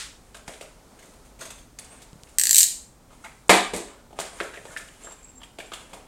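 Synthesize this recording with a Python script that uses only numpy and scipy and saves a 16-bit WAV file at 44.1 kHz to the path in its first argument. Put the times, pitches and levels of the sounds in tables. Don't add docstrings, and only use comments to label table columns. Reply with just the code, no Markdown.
import sys
import numpy as np
from scipy import signal
from scipy.fft import rfft, irfft
from scipy.io import wavfile
from scipy.ndimage import uniform_filter1d

SR = 44100
rng = np.random.default_rng(int(sys.argv[2]) if len(sys.argv) > 2 else 0)


def materialize(psi):
    bounded = np.clip(np.atleast_2d(psi).T, -1, 1)
    quanta = np.round(bounded * 32767).astype(np.int16)
    wavfile.write(sys.argv[1], SR, quanta)


def voltage_ratio(decibels):
    exponent = np.asarray(decibels, float) / 20
    return 10 ** exponent


N = 267731
TIME = np.arange(N) / SR
EVEN = 0.9


def level(x, db):
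    return x * voltage_ratio(db) / np.sqrt(np.mean(x ** 2))


def peak(x, db):
    return x * voltage_ratio(db) / np.max(np.abs(x))


def add(track, s, x):
    i = int(s * SR)
    track[i:i + len(x)] += x[:N - i]


def band(x, hz, width):
    edges = np.clip([hz - width / 2, hz + width / 2], 20, 0.45 * SR)
    return signal.sosfilt(signal.butter(2, edges, "band", fs=SR, output="sos"), x)


def highpass(x, order, hz):
    return signal.sosfilt(signal.butter(order, hz, "high", fs=SR, output="sos"), x)


def colour(x, spectrum):
    hz, db = np.transpose(spectrum)
    f = np.arange(len(x) // 2 + 1) * SR / len(x) + 1
    gain = voltage_ratio(np.interp(np.log(f), np.log(hz), db))
    return irfft(rfft(x) * gain, len(x))


def decay(t, t60):
    return np.exp(-np.log(1000) * t / t60)


def ring(x, hz, t60):
    r, w = decay(1 / SR, t60), 2 * np.pi * hz / SR
    return signal.lfilter([0, np.sin(w)], [1, -2 * r * np.cos(w), r * r], x)


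def soft_ring(x, hz, t60):
    return ring(ring(x, hz, t60), hz, t60)


def modes(x, table):
    return sum(voltage_ratio(db) * ring(x, hz, t60) for hz, db, t60 in table)


def walk(rate):
    k = int(SR / rate)
    held = np.repeat(rng.standard_normal(N // k + 1), k)
    return 1.7 * uniform_filter1d(held, k)[:N]


def burst(noise, length, rise=0.00072):
    t = np.arange(len(noise)) / SR
    swell = 1 - np.exp(-t / max(rise, 1e-5))
    return noise * np.abs(noise) ** 0.5 * swell * np.exp(-t / max(length, 1e-4))


def even(x, depth):
    f = rfft(x)
    flat = irfft(f / (np.abs(f) + 1e-9) ** np.clip(depth, 0, 1), len(x))
    return flat * np.hanning(2 * len(x))[len(x):] ** 4


# (frequency [Hz], level [dB per Hz])
SNAP_TAIL = [(120, -54), (200, -32), (623, -20), (836, -14.5), (1500, -7.5), (3070, -8), (3490, -5.5),
             (5730, -9.5), (8420, -8.5), (16000, -40)]


def earlier():
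    return level(colour(rng.standard_normal(N), SNAP_TAIL), -33) * decay(TIME, 0.41)


# (frequency [Hz], level [dB per Hz])
HUM = [(14, -24.5), (25, 3.5), (38, 3.5), (52, 6.5), (70, -4), (100, -6), (130, -3.5), (200, -7.5),
       (255, -3), (320, -11.5), (400, -21), (600, -36)]
# (frequency [Hz], level [dB per Hz])
HISS = [(240, -7.5), (400, -0.5), (570, -2.5), (879, -3.5), (1090, -7.5), (1330, -8), (1760, -14),
        (2090, -14), (2710, -18), (4310, -17), (4730, -17.5), (8500, -16), (16000, -32)]


def hum():
    rumble = level(colour(rng.standard_normal(N), HUM), -54.5) * voltage_ratio(0.7 * walk(3))
    hiss = level(colour(rng.standard_normal(N), HISS), -57) * voltage_ratio(0.8 * walk(3.4))
    return rumble + hiss


# (delay [s], level [dB], treble lift [0-1])
ECHOES = [(.0018, -17, 0.5), (.0056, -12, 0), (.0087, -15, 0.8), (0.0117, -11, 0.8)]
# (frequency [Hz], decay t60 [s])
ROOM_T60 = [(125, 0.11), (250, 0.38), (500, 0.34), (1000, 0.4), (2000, 0.43), (4000, 0.39), (8000, 0.38),
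            (14000, 0.25)]


def room(x, tail_db):
    t = np.arange(int(0.7 * SR)) / SR
    tail = sum(band(rng.standard_normal(len(t)), hz, 0.63 * hz) * decay(t, t60) for hz, t60 in ROOM_T60)
    power = np.abs(rfft(tail)) ** 2
    smooth = np.sqrt(uniform_filter1d(power, size=300) / uniform_filter1d(power, size=18))
    tail = irfft(rfft(tail) * smooth, len(t))
    tail = tail * (1 - np.exp(-(t / 0.0017) ** 2)) * np.interp(t, [0.4, 0.55], [1, 0])
    tail = tail * voltage_ratio(tail_db) / np.sqrt(np.sum(tail ** 2))
    for s, db, lift in ECHOES:
        add(tail, s, voltage_ratio(db) * np.array([-lift / 2, 1, -lift / 2]))
    return x + signal.fftconvolve(x, tail)[:N]


# (start [s], length [s], level [dB], hiss over body [dB])
DRAGS = [(0.223, 0.15, -57.5, 2), (0.457, 0.072, -47, 5), (0.99, 0.095, -66, 20.5),
         (1.368, 0.074, -59, -27), (1.782, 0.2, -50.5, -3), (2.18, 0.21, -63, 15), (3.06, 0.17, -57.5, 3),
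         (3.213, 0.029, -57, 23), (3.837, 0.07, -51.5, -19.5), (4.147, 0.12, -45, -4),
         (4.333, 0.14, -44, -1.5), (4.537, 0.19, -55.5, 17), (4.68, 0.029, -50, -14),
         (4.765, 0.26, -52.5, 3), (5.01, 0.03, -54, 0), (5.095, 0.025, -61, 5), (5.176, 0.13, -61, -3),
         (5.596, 0.12, -50.5, 0), (5.735, 0.056, -49.5, -2), (5.872, 0.075, -49.5, -8)]
# (frequency [Hz], width [Hz])
RUB_BANDS = [(650, 900), (2200, 2420), (8000, 3900)]


def rubbing():
    s, length, db, tilt_db = np.transpose(DRAGS)[:, :, None]
    attack_s, release_s, wall_db = 0.033, 0.073, 0.5
    shape = np.clip((TIME - s) / attack_s, 0, 1)
    shape = shape * np.exp(-np.maximum(TIME - s - length, 0) / release_s)
    spurts, out = walk(35), 0
    for (hz, width), share_db in zip(RUB_BANDS, (-tilt_db / 2, wall_db, tilt_db / 2)):
        grains = rng.standard_normal(N) * voltage_ratio(3 * np.minimum(rng.exponential(size=N), 5))
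        pressure = np.sum(voltage_ratio(db + share_db) * shape, axis=0) * voltage_ratio(1.4 * spurts + 0.56 * walk(60))
        out = out + pressure * level(band(grains, hz, width), -12.0)
    return out


# (time [s], wall
# peak [dB], wall note [Hz], crackle re wall [dB])
FLAPS = [(0.3446, -33.5, 1500, -5), (0.6214, -35.5, 1350, -4), (2.017, -46.5, 1370, 9),
         (2.2855, -51, 1170, 5.5), (3.103, -39.5, 1190, -31.5), (3.125, -41, 1000, -18),
         (3.256, -34, 1500, -20), (3.2697, -41, 2080, -25), (4.2114, -27.5, 1790, -4),
         (4.4294, -30, 1500, -10), (4.4544, -50, 1560, -10), (4.536, -33.5, 1900, -11),
         (4.556, -35.5, 2380, -16), (5.0684, -28, 1380, -50), (5.1048, -39, 1084, -11.5),
         (5.5984, -32, 2700, -9.5), (5.7174, -25, 1354, -16), (5.749, -39, 1040, -2),
         (5.931, -27, 970, -11.5)]
KNOCKS = [(0.3666, -40.5, 1410, 1), (0.4777, -31, 2000, -1.5), (0.4896, -33, 1290, -14),
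          (0.5544, -44, 1440, -9), (0.6093, -32, 2500, -4), (1.792, -47, 2580, -21),
          (1.8434, -50, 1550, 11), (4.128, -40, 650, -13), (4.107, -43, 690, -20.5), (4.188, -23, 1320, -4),
          (4.1984, -26.5, 1470, 5.5), (4.3294, -39, 1190, -6), (4.4081, -23.5, 1860, -41),
          (4.572, -36.5, 2170, -15), (4.652, -35, 1470, -7), (4.664, -40, 690, -12),
          (4.6844, -49, 1720, -10), (4.7294, -44, 1900, -6), (4.807, -43, 1430, 4), (4.876, -49.5, 1770, 8),
          (5.044, -42, 1480, 1), (5.0845, -44.5, 1340, -13), (5.5853, -31.5, 2620, -5),
          (5.939, -47, 1080, -5)]
CREASES = [(0.5355, -36.5, 2930, -5), (1.7865, -42, 2160, 11.5), (2.27, -45, 2384, -26),
           (3.242, -31, 900, -24), (3.2445, -37.5, 2000, -0.5), (3.2887, -44, 890, -24),
           (4.2494, -43.5, 1170, 6), (4.4025, -14, 1680, -19.5), (4.7625, -26.5, 1710, -19),
           (4.771, -34, 2120, 5.5), (4.78, -44, 1740, 10), (5.1188, -44, 1100, 4.5),
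           (5.403, -47, 1790, -17), (5.415, -35.5, 1075, -16), (5.4314, -40, 3090, -1),
           (5.7339, -26, 2960, -5)]
# (frequency [Hz], level [dB], decay t60 [s])
CAVITY = [(204.4, -5, 0.045), (420, -5, 0.042), (531, 10, 0.019), (629, 6, 0.054), (707, -2, 0.02)]


def taps():
    out = np.zeros(N)
    # rows, cavity dB re wall, contact s
    for rows, cavity_db, length in [(KNOCKS, -3, 0.004), (FLAPS, -14.5, 0.0092), (CREASES, -20, 0.0047)]:
        for (s, db, hz, crackle_db), noise in zip(rows, rng.standard_normal((len(rows), 2, 3072))):
            push = even(burst(noise[0], length), 0.63)
            wall = peak(band(push, 2300, 2000), 0.9 + 0.4 * crackle_db)
            wall = wall + peak(band(push, hz, 0.37 * hz), -4.0)
            cavity = peak(modes(push, CAVITY), cavity_db + 7.5)
            fibres = burst(noise[1], 1.1 * length, 0.0041)
            crackle = band(fibres, 6560, 6250) + 0.61 * band(fibres, 7520, 2414)
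            add(out, s, voltage_ratio(db - 3.0) * (wall + cavity + peak(crackle, crackle_db + 4.0)))
    return highpass(out, 4, 200)


# (time [s], peak [dB], frequency
# [Hz], width [Hz], thump re peak [dB])
TICKS = [(2.131, -36.5, 4750, 4480, 0), (2.157, -47, 8400, 3900, 8.5), (2.197, -52, 2100, 600, -20),
         (2.2349, -25.5, 5670, 5700, -17.5), (3.483, -30, 8000, 2400, -32), (3.4883, -40, 8500, 3000, -28),
         (3.764, -15.5, 8100, 4430, -43), (3.773, -20, 8900, 5040, -32), (3.783, -22, 9000, 5000, -27),
         (3.885, -35, 2190, 1500, -24), (0.4813, -26.5, 600, 494, -10), (1.789, -24, 6600, 1800, -40),
         (1.797, -26, 9350, 1500, -40), (4.1899, -20, 820, 1190, -15), (4.4023, -14, 1540, 1280, -40),
         (4.4105, -24, 1290, 1800, -38), (4.413, -20, 1900, 1500, -38), (4.542, -30, 2200, 2200, -30),
         (4.574, -33, 2200, 1200, -30), (4.7652, -26, 1690, 700, -32), (4.772, -27, 2400, 1600, -26),
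         (4.798, -33, 1500, 1200, -30), (5.4335, -38, 3200, 2000, -37), (3.7365, -29, 3770, 400, -30),
         (3.738, -25, 360, 220, -30), (3.7645, -26, 397, 322, -30), (3.246, -39, 2090, 900, -30),
         (3.2535, -36, 900, 700, -28), (4.598, -62, 300, 200, 16), (4.644, -59, 300, 200, 16),
         (4.696, -59, 300, 200, 17), (4.92, -58, 300, 200, 8)]


def ticks():
    out, kick = np.zeros(N), np.eye(1, 2048)[0]
    for s, db, hz, width, thump_db in TICKS:
        click = peak(band(kick, hz, width), db)
        thump = peak(ring(kick, 163, 0.032), db + thump_db)
        add(out, s, click + thump)
    return out


# (time [s], peak [dB], length [s])
STROKES = [(0.991, -41, 0.0074), (1.025, -43, 0.0081), (1.055, -44.5, 0.012), (1.137, -47, 0.005),
           (1.25, -47.5, 0.011), (1.26, -45, 0.0046), (1.39, -38, 0.048), (1.408, -26.5, 0.012),
           (1.419, -31, 0.01), (1.454, -31, 0.0058), (1.505, -28, 0.006), (1.58, -40.5, 0.011),
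           (1.588, -43, 0.0061)]
# (frequency [Hz], width [Hz], level [dB])
TAPE = [(6480, 460, 2), (8140, 1700, -2), (11600, 1600, -10.5)]


def cutting():
    out = np.zeros(N)
    for (s, db, length), noise in zip(STROKES, rng.standard_normal((len(STROKES), 8192))):
        push = burst(noise, length, 0.0031)
        tear = peak(sum(voltage_ratio(g) * band(push, hz, width) for hz, width, g in TAPE), 0)
        wall = peak(band(push, 2280, 3360), 1)
        cavity = peak(modes(push, CAVITY), -6.5)
        add(out, s - 0.002, voltage_ratio(db - 4.5) * (tear + wall + cavity))
    return out


# (time [s], peak [dB], note
# [Hz])
POPS = [(3.106, -52, 1250), (3.118, -51, 1020), (3.132, -52, 1320), (3.239, -35.5, 1360),
        (3.247, -33.5, 2140), (3.253, -39.5, 853), (3.263, -34, 2070), (3.264, -44, 910), (3.28, -42, 2250),
        (3.293, -48, 747), (3.312, -53, 2980), (4.107, -52, 614), (4.542, -37, 1690), (4.544, -43, 3150),
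        (4.552, -34.5, 1670), (4.574, -35, 1960), (4.576, -47, 3170), (4.59, -45, 1860), (4.682, -39, 1770),
        (4.705, -42, 1450), (4.7635, -26, 1740), (4.771, -31.5, 2380), (4.779, -44, 3240),
        (4.798, -37, 1400), (4.81, -51, 2400), (4.829, -55, 1750), (4.885, -42, 2960), (5.052, -49, 3100),
        (5.11, -44, 1052), (5.188, -53, 2450), (5.21, -53, 2450), (5.25, -50, 2520), (5.27, -52, 2450),
        (5.291, -53, 2740), (5.405, -50, 3170), (5.413, -48, 1780), (5.418, -44, 3140),
        (5.432, -36.5, 3160), (5.434, -48, 3700), (5.437, -43, 2470), (5.44, -50, 1780), (5.455, -49, 2500),
        (1.024, -44.5, 2080), (1.411, -35, 1445), (5.603, -31, 2350), (5.602, -34.5, 1720),
        (5.717, -45, 1320)]


def pops():
    out = np.zeros(N)
    for (s, db, hz), noise in zip(POPS, rng.standard_normal((len(POPS), 2048))):
        push = even(burst(noise, 0.0019), EVEN)
        t60 = 17 / hz
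        add(out, s, peak(soft_ring(push, hz, t60), db - 1.5))
    return out


# (start [s], length [s], top pitch [Hz], bend [Hz], level [dB])
SKIDS = [(1.888, 0.11, 8760, 978, -55), (4.315, .065, 9000, 850, -55), (5.028, .12, 7540, 26, -48),
         (5.145, 0.078, 7510, 17, -61), (5.226, 0.103, 7510, 20.2, -58), (5.324, 0.12, 7500, 22, -63)]


def skids():
    out = np.zeros(N)
    for s, length, top_hz, bend_hz, db in SKIDS:
        fade = np.interp(TIME, [s, s + 0.012, s + length - 0.012, s + length], [0, 1, 1, 0])
        arch = top_hz - bend_hz * np.clip(2 * (TIME - s) / length - 1, -1, 1) ** 2
        phase = 2 * np.pi * np.cumsum(arch + 11 * walk(300)) / SR
        out = out + fade * voltage_ratio(db + 1.6 * walk(87.0)) * np.sin(phase)
    return out


# (time [s], peak [dB], tooth ring [Hz])
TEETH = [(2.384, -3, 8160), (2.396, -1, 8170), (2.4128, -5, 7610), (2.4354, -2, 8000), (2.4539, -6, 7430),
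         (2.4689, -6, 7290), (2.4926, -4, 7610), (2.5087, -1, 7440), (2.5292, -1, 7460), (2.5446, .5, 7800),
         (2.5573, 0, 7670), (2.5657, .8, 8020), (2.5744, -10, 8780), (2.5767, -10, 8500),
         (2.5808, 0.8, 8000), (2.5855, 0, 7500), (2.5918, -5, 8290), (2.5944, -9, 8640), (2.5966, -9, 8640),
         (2.605, 0, 7300), (2.6091, -2, 7130), (2.6163, -7, 7870), (2.6204, -8, 8300), (2.6297, 0, 7120),
         (2.6369, -8, 8300), (2.6412, -8, 8200)]
# (frequency [Hz], level [dB], decay t60 [s])
EDGE = [(6030, -10.5, 0.0057), (12260, -1.5, 0.0015), (14970, -38.5, 0.0033)]
# (time [s], knock [dB])
GRIP = [
    (2.525, -17),
    (2.56, -30),
]
# (time [s], frequency [Hz], level [dB])
BLADE_SLIDE = [(2.4, 4550, 0.5), (2.43, 4470, 2), (2.535, 4640, -0.5), (2.545, 4040, 6), (2.59, 4220, -6.5),
               (2.607, 4630, -2), (2.63, 4150, -1)]
# (frequency [Hz], level [dB per Hz])
CHATTER = [(710, -78), (1200, -30), (1570, -34), (1850, -23), (2300, -21.5), (2900, -17), (3620, -15.5),
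           (4500, -12), (5350, -12), (6500, -6.5), (7570, -8), (9200, -5.5), (10400, -15), (12600, -13),
           (15000, -23), (16000, -34)]


def ratchet():
    tooth_t60, blade_t60 = 0.0026, 0.0028
    palm = voltage_ratio(-6)
    out, kick = np.zeros((4, N)), np.eye(1, 1024)[0]
    slide_s, slide_hz, slide_db = np.transpose(BLADE_SLIDE)
    for k, ((s, db, hz), noise) in enumerate(zip(TEETH, rng.standard_normal((len(TEETH), 1024)))):
        tooth = peak(soft_ring(kick, hz, tooth_t60), 0)
        edge = sum(peak(ring(kick * np.sign(v), f, t60), g) for (f, g, t60), v in zip(EDGE, noise))
        grip_db = np.interp(s, *np.transpose(GRIP))
        handle = peak(soft_ring(kick, 1950, 0.0032), grip_db - 2.5)
        add(out[-1], s + 0.0007, (1 - palm) * handle)
        shell = peak(soft_ring(kick, 2750, 0.0016), grip_db - db + 0.5)
        blade_hz = np.interp(s, slide_s, slide_hz) * (1 + 0.0093 * noise[-1])
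        blade_db = -13 - 8.5 * (hz - 7700) * 0.0014 + np.interp(s, slide_s, slide_db)
        blade = peak(soft_ring(np.roll(kick, 30), blade_hz, blade_t60), blade_db)
        chatter = peak(colour(even(burst(noise, 0.0036, 0.00037), 0.32), CHATTER), -2.5)
        click = tooth + edge + palm * voltage_ratio(-db) * handle + shell + blade + chatter
        add(out[k % 3], s + 0.0007, peak(click, db + 0.4))
    return highpass(out, 8, 1650) + voltage_ratio(-12.5) * band(out, 1150, 880)


# (time [s], peak [dB], thud re peak [dB], brightness [0-1])
DROPS = [
    (3.4938, 5.5, -31, 0.74),
    (3.503, -3.5, -36, 0.22),
    (3.7351, -13, -22, 0.24),
    (3.746, -20.5, -28, 0),
    (3.764, -18.5, -21, 0.1),
    (3.776, -37, -30, 0.1),
    (3.801, -29, -37, 0.06),
]
# (frequency [Hz], level [dB], decay t60 [s])
TABLE = [(266, 5, 0.057), (352, 3, 0.077), (480, -1, 0.045), (543, 10, 0.045), (668, -2, 0.025),
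         (780, -1, 0.023), (812, -20, 0.047), (890, 5, 0.053), (1060, 1, 0.051), (2250, -6.5, 0.018)]
# (frequency [Hz], level [dB per Hz])
RATTLE = [(100, -45), (160, -31), (200, -14), (300, -5), (700, 4), (1100, 3), (1400, -4), (2200, -0.5),
          (2800, -6.5), (3800, -7), (5300, -15.5), (8300, -14.5), (11500, -21.5), (16000, -35)]


def knife_down():
    out, t = np.zeros((2, N)), TIME[:16384]
    softened = [(150, -3), (280, 7.0), (450, -2.0), (650, -12.0), (1100, -44.0), (5000, -9.5),
                (8000, 0.5), (12000, -11.5)]
    for (s, db, thud_db, bright), noise in zip(DROPS, rng.standard_normal((len(DROPS), 16384))):
        push = even(burst(noise, 0.00098, rise=0.0001), EVEN)
        top = modes(push, TABLE)
        shower = noise * (1 - np.exp(-t / 0.00051)) * np.exp(-t / 0.0071)
        sharp = colour(even(shower, EVEN), RATTLE)
        dull = colour(sharp, softened)
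        share = np.clip(bright, 0, 1)
        clatter = (share * sharp + (1 - share) * dull) * np.exp(-t / 0.051)
        slow_push = uniform_filter1d(push, 200, origin=-99)
        thud = ring(push, 192.6, 0.34) + ring(slow_push, 47.3, 0.58)
        add(out[0], s, peak(top, db - 17 - 7.5 * share) + peak(clatter, db - 6.0))
        add(out[1], s, peak(thud * (1 - np.exp(-t / 0.017)), db + thud_db))
    return out


# (time [s], peak [dB])
SQUEAK = [(5.032, -32), (5.043, -31), (5.056, -38), (5.086, -38), (5.11, -43), (5.122, -43), (5.164, -52),
          (5.19, -52), (5.226, -38), (5.239, -32.5), (5.252, -45), (5.281, -42), (5.298, -46), (5.355, -42),
          (5.372, -37), (5.433, -41), (5.655, -40.5)]


def fingertip():
    out = np.zeros(N)
    for (s, db), noise in zip(SQUEAK, rng.standard_normal((len(SQUEAK), 8192))):
        push = even(burst(noise, 0.011, 0.0025), 0.64)
        hz = 7510 - 40 * (s - SQUEAK[0][0])
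        tone = band(push, hz * (1 + 0.0064 * noise[-1]), 160)
        add(out, s, peak(tone + 0.095 * band(push, hz, 1300), db - 5.5))
    return out


def scene():
    box = room(taps(), -3.0) + room(pops() + fingertip(), -8.5) + room(cutting() + rubbing(), -1.1)
    box = box + skids()
    top, legs = knife_down()
    *paths, near = ratchet()
    knife = sum(room(teeth, -6.5) for teeth in paths) + near + room(top, 3.8) + legs
    return (box + knife + ticks() + earlier() + hum())[None]


def roll_off(x):
    return signal.sosfilt(signal.butter(12, 16450, fs=SR, output="sos"), x)


def record(dry):
    lowpass = signal.ellip(10, 0.2, 70, 15950, fs=SR, output="sos")
    mix = signal.sosfilt(lowpass, np.clip(dry, -1, 1))
    return roll_off(mix)


dry = scene()
out = record(dry)
materialize(out)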